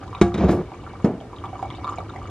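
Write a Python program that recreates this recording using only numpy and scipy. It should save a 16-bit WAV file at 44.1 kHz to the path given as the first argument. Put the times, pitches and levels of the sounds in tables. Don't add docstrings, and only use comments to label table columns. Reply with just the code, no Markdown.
import sys
import numpy as np
from scipy import signal
from scipy.fft import rfft, irfft, next_fast_len
from scipy.io import wavfile
from scipy.ndimage import uniform_filter1d

SR = 44100
rng = np.random.default_rng(int(sys.argv[2]) if len(sys.argv) > 2 else 0)


def transcribe(signal):
    frames = np.atleast_2d(signal).T
    limited = np.clip(frames, -1, 1)
    pcm = np.round(limited * 32767).astype(np.int16)
    wavfile.write(sys.argv[1], SR, pcm)


N = 101429

# frequency_hz, side_minus_mid_db
CLOSE_WIDTH = [(200, -55), (680, -15), (2300, -23), (8000, -10)]
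# frequency_hz, side_minus_mid_db
ROOM_WIDTH = [(110, -43.5), (220, -16.5), (1250, -13.5), (4200, 1)]


def draining_water():
    # start_s, pitch_hz, level_db
    plops = [(.078, 980, -28.5), (.129, 1040, -22), (.149, 1030, -20), (.718, 817, -23.5),
             (.865, 1340, -25), (1.0, 1040, -28), (1.211, 628, -23), (1.331, 950, -24.5),
             (1.439, 1080, -18.5), (1.444, 850, -21.5), (1.454, 930, -20.5), (1.53, 720, -22),
             (1.555, 1100, -25), (1.593, 950, -22), (1.627, 754, -13), (1.703, 1000, -24),
             (1.834, 1040, -28.5), (1.844, 1036, -14.5), (1.877, 1060, -16.5), (1.891, 1140, -19.5),
             (1.923, 1060, -21.5), (1.984, 686, -16), (2.003, 1186, -25), (2.093, 1350, -25),
             (2.137, 950, -28.5), (2.16, 752, -21), (2.216, 1110, -27)]
    # start_s, pitch_hz, level_db
    ticks = [(.148, 2490, -28), (.151, 3670, -27), (.738, 2390, -37), (1.204, 3180, -33.5),
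             (1.363, 3730, -33), (1.385, 3220, -31), (1.457, 3350, -32), (1.703, 3340, -24),
             (1.709, 2020, -30.5), (1.75, 3570, -29.5), (1.845, 3610, -27), (1.881, 2300, -45),
             (1.891, 3540, -33), (1.896, 6840, -33.5), (1.959, 6950, -35), (1.976, 2420, -31.5),
             (1.986, 3800, -33), (2.097, 3640, -30.5), (2.161, 1990, -28)]
    # time_s, level_db
    flow = [(0, -52.5), (.68, -56.5), (.92, -53.5), (1.28, -63), (1.6, -54.5), (1.88, -48), (2.05, -56),
            (2.3, -49)]
    # pitch_hz, width_hz, gain_db
    basin = [(813, 150, -5.5), (1172, 88, 3), (2240, 63, 8.5), (2830, 103, 0), (3610, 25, -4.5),
             (6680, 410, 0)]
    flow_db, = curves(flow)
    trickle = amp(5.5) * bubble_cloud(count=170, hz=906, scatter=0.55, cycles=10.8, range_db=11)
    fizz = amp(-3.5) * bubble_cloud(count=1000, hz=3320, scatter=0.98, cycles=36, range_db=3.5)
    water = amp(1.5) * drops(plops, cycles=14.45) + amp(-1) * drops(ticks, cycles=36)
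    water += amp(flow_db) * (trickle + fizz)
    water = filtered(water, lambda f: 0.61 + sum(amp(db) * resonance(f, hz, w) for hz, w, db in basin))
    return kitchen(water, wet_db=-1.5, width=ROOM_WIDTH)


def drops(rows, cycles):
    trail_s, trail_scatter, splash_t60 = 0.045, 0.23, 0.023
    tones, splashes, t = np.zeros(N), np.zeros(N), np.arange(SR // 30) / SR
    for start, hz, db in rows:
        add(tones, start, amp(db) * bubble(hz, cycles))
        for lag, detune in rng.random((3, 2)):
            trail_hz = hz * np.exp(trail_scatter * (2 * detune - 1))
            add(tones, start + trail_s * np.sqrt(lag), amp(db - 14) * bubble(trail_hz, cycles))
        add(splashes, start, amp(db - 15.5 - 60 * t / splash_t60) * rng.standard_normal(len(t)))
    return tones + filtered(splashes, lambda f: 1 / (1 + 1j * f / 3000) ** 2)


def bubble_cloud(count, hz, scatter, cycles, range_db):
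    cloud = np.zeros(N)
    for when, a, b, size in rng.random((count, 4)):
        pitch = hz * np.exp(scatter * (a + b - 1))
        add(cloud, when * N / SR, amp(range_db * size ** 2) * bubble(pitch, cycles))
    return unit(cloud)


def bubble(hz, cycles):
    t = np.arange(int(SR * cycles / hz) + 2) / SR
    age = t * hz / cycles
    return np.sin(2 * np.pi * hz * t * (1 + 0.055 * age)) * amp(-60 * age) * (1 - np.exp(-2 * t * hz))


def pot_knocks():
    # start_s, pitch_hz, level_db, crack_db
    jolts = [(.342, 170, -16, -27), (.379, 327, -14.5, -33), (0.443, 358, -11, -36.5),
             (0.487, 167, -19, -35.5)]
    land_s = 0.2142
    body = np.zeros(N)
    add(body, land_s, amp(-6.5) * pot_ring())
    for start, hz, db, _ in jolts:
        add(body, start, amp(db) * thud(hz, t60=0.078, attack_s=0.0055))
    contacts = [(land_s - 0.001, -15)] + [(start, db) for start, _, _, db in jolts]
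    rim = unit(filtered(rng.standard_normal(N), lambda f: resonance(f, hz=3740, width_hz=120) ** 2))
    rim *= sum(amp(db - 14.5) * decay(start, t60=0.12) for start, db in contacts)
    cracks = sum(amp(db) * decay(start, t60=0.04) for start, db in contacts)
    sink_shiver = amp(-30.5) * decay(land_s, t60=0.25)
    return kitchen(body + rim, wet_db=-14, width=CLOSE_WIDTH) + contact_noise(cracks + sink_shiver)


def pot_ring(stiffen=1):
    # pitch_hz, level_db, t60_s
    modes = [(69.3, -11, 0.36), (104.8, -14, 0.96), (170, -4.5, 0.17), (197.7, -3, 0.19),
             (298, -20.5, 0.22), (346.5, -2.5, 0.43), (527, -21, 0.25), (704, -15.5, 0.37),
             (770, -29, 0.84), (813, -18.5, 0.25), (1150, -18.5, 0.26), (1647, -26.5, 0.23),
             (2227, -18, 0.074)]
    t = np.arange(SR // 2) / SR
    return sum(amp(db - 60 * t / t60) * np.sin(2 * np.pi * hz * stiffen * t) for hz, db, t60 in modes)


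def pot_drag():
    # time_s, friction_db, grit_db
    stroke = [(.335, -64, -100), (.347, -17, -37), (.372, -24.5, -45.5), (.388, -17, -38),
              (.452, -14.5, -40), (.476, -17.5, -46), (.492, -12.5, -33), (.535, -16.5, -42),
              (.57, -19.5, -65), (.612, -24.5, -52), (.67, -46.5, -71)]
    # frequency_hz, level_db
    counter_spectrum = [(40, -32), (68, 1.5), (125, -14), (170, -3), (250, -10), (400, -9.5), (640, -17),
                        (1200, -27.5), (1800, -40), (3000, -83)]
    # frequency_hz, level_db
    grit_spectrum = [(700, -23), (1200, -0.5), (1800, -4.5), (3400, -13.5), (3780, -12.5), (4400, -18),
                     (6700, -22), (11000, -53), (14700, -70)]
    # frequency_hz, level_db
    hiss_spectrum = [(2000, -14), (5000, 6.5), (11000, -2), (13500, -9), (15000, -32)]
    slips_per_s, soften_hz = 2050, 1310
    groan_hz, groan_start_s, groan_rise_s = 353, 0.47, 0.03
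    friction_db, grit_db = curves(stroke)
    t = np.arange(N) / SR
    slips = (rng.random(N) < slips_per_s / SR) * rng.uniform(-1.0, 1, N)
    force = filtered(slips, lambda f: 1 / (1 + 1j * f / soften_hz))
    ring = signal.fftconvolve(force, pot_ring(stiffen=1.01))[:N]
    ring /= np.sqrt(np.abs(uniform_filter1d(ring ** 2, size=SR // 12)) + 1e-9)
    waver = 0.61 * unit(uniform_filter1d(rng.standard_normal(N), size=SR // 40))
    groan = np.sin(2 * np.pi * groan_hz * t + waver)
    groan *= (1 + np.tanh((t - groan_start_s) / groan_rise_s)) / 2
    grain = unit(np.abs(uniform_filter1d(np.abs(slips), size=30)))
    body = amp(-6.5) * ring + amp(-3) * groan + amp(-3) * noise(counter_spectrum, grain + 0.63)
    hiss = amp(-43) * decay(start=0.508, t60=0.22) * noise(hiss_spectrum)
    grit = noise(grit_spectrum, grain + 4.6)
    return amp(friction_db) * body + amp(grit_db) * grit + hiss


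def counter_thumps():
    # start_s, pitch_hz, level_db, t60_s
    pushes = [(0.2147, 338, 7.5, 0.016), (1.0444, 211, 5, 0.016), (1.0724, 251, -10.5, 0.043)]
    # frequency_hz, level_db
    shudder_spectrum = [(40, -27), (130, -1), (240, 4), (450, 0), (820, -7.5), (1100, -17.5), (2300, -32),
                        (6900, -65), (14000, -65.5)]
    thump_s, tap_hz, tap_t60 = 1.044, 5000, 0.016
    blows, t = np.zeros(N), np.arange(SR // 8) / SR
    add(blows, thump_s, amp(-35.5 - 60 * t / tap_t60) * np.sin(2 * np.pi * tap_hz * t))
    for start, hz, db, t60 in pushes:
        add(blows, start, amp(db) * thud(hz, t60, attack_s=0.00085))
    crack = contact_noise(amp(-33) * decay(thump_s, t60=0.13))
    shudder = amp(-18.5) * decay(thump_s + 0.004, t60=0.39) * noise(shudder_spectrum)
    return kitchen(blows, wet_db=-14, width=CLOSE_WIDTH) + crack + shudder


def thud(hz, t60, attack_s):
    t = np.arange(SR // 8) / SR
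    return amp(-60 * t / t60) * np.sin(2 * np.pi * hz * t) * (1 - np.exp(-t / attack_s))


def contact_noise(envelope):
    # frequency_hz, level_db
    spectrum = [(60, -29), (300, -14.5), (1200, -2), (2500, -12.5), (4000, -20.5), (7000, -20.5),
                (11000, -36), (15000, -59.5)]
    return envelope * noise(spectrum)


def drain_pipe():
    # time_s, level_db
    swell = [(0, -40.5), (1.2, -48.5), (1.55, -38.5), (2.3, -37)]
    level_db, = curves(swell)
    mode = lambda f, k: resonance(f, hz=k * 97.1, width_hz=k * 29.4) ** 2
    drone = filtered(rng.standard_normal(N), lambda f: mode(f, 1) + amp(-15) * mode(f, 3))
    return amp(level_db) * unit(drone)


def room_tone():
    # frequency_hz, level_db
    spectrum = [(25, -2), (45, 0), (85, -2), (180, -15.5), (350, -12), (600, -20.5), (1160, -28),
                (1520, -30.5), (2270, -37.5), (6800, -46.5), (10700, -54), (14700, -79.5)]
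    return amp(-36) * noise(spectrum, width=ROOM_WIDTH)


def kitchen(x, wet_db, width):
    # frequency_hz, t60_s
    reverb_times = [(100, 0.35), (800, 0.1), (3000, 0.046), (10000, 0.06)]
    hz, t, spectra = signal.stft(rng.standard_normal((2, SR // 3)), SR, nperseg=256)
    tail = signal.istft(spectra * amp(-60 * t / along(reverb_times, hz)[:, None]), SR, nperseg=256)[1]
    tail = np.pad(tail / np.linalg.norm(tail[0]), ((0, 0), (SR // 400, 0)))
    return x + amp(wet_db) * spread(signal.fftconvolve(x[None], tail, axes=1)[:, :N], width)


def amp(db):
    return 10 ** (np.asarray(db) / 20)


def unit(x):
    return x / np.sqrt(np.mean(x ** 2) + 1e-20)


def along(points, hz):
    f, values = np.transpose(points)
    return np.interp(np.log(hz + 1), np.log(f + 1), values)


def curves(rows):
    times, *columns = np.transpose(rows)
    return [np.interp(np.arange(N) / SR, times, column) for column in columns]


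def filtered(x, response):
    size = next_fast_len(N + SR // 2)
    return irfft(rfft(x, size) * response(np.fft.rfftfreq(size, 1 / SR)), size)[..., :N]


def resonance(f, hz, width_hz):
    return 1j * f * width_hz / (hz * hz - f * f + 1j * f * width_hz)


def spread(pair, width):
    turn = lambda f: np.arctan(amp(along(width, f)))
    mid, side = filtered(pair, lambda f: np.array([np.cos(turn(f)), np.sin(turn(f))]))
    return np.array([mid + side, mid - side])


def noise(spectrum, gate=1, width=CLOSE_WIDTH):
    pair = filtered(gate * rng.standard_normal((2, N)), lambda f: amp(along(spectrum, f)))
    return unit(spread(pair, width))


def decay(start, t60):
    t = np.maximum(np.arange(N) / SR - start, 0)
    return (1 - np.exp(-t / 0.0005)) * amp(-60 * t / t60)


def add(out, start, x):
    i = int(np.clip(round(start * SR), 0, N - 1))
    out[..., i:i + x.shape[-1]] += x[..., :N - i]


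def scene():
    # frequency_hz, left_minus_right_db
    pan = [(350, 3.5), (720, -3), (1800, 1.5)]
    water = filtered(draining_water(), lambda f: amp(along(pan, f) * np.array([[.5], [-.5]])))
    return water + pot_knocks() + counter_thumps() + pot_drag() + drain_pipe() + room_tone()


def record(dry):
    # frequency_hz, left_lead_rad
    port_phase = [(600, 0), (3500, 0.41), (6000, 1.66), (10500, 2.1)]
    low_hz, top_hz = 57.5, 14800
    ports = lambda f: np.exp(1j * along(port_phase, f) * np.array([[.5], [-.5]]))
    low_cut = lambda f: (f * f / (f * f - low_hz ** 2 - 1j * np.sqrt(2) * f * low_hz)) ** 2
    picked_up = filtered(dry, lambda f: ports(f) * low_cut(f))
    limited = picked_up / (1 + np.abs(picked_up) ** 8) ** (1 / 8)
    return filtered(limited, lambda f: f < top_hz)


dry = scene()
out = record(dry)
transcribe(out)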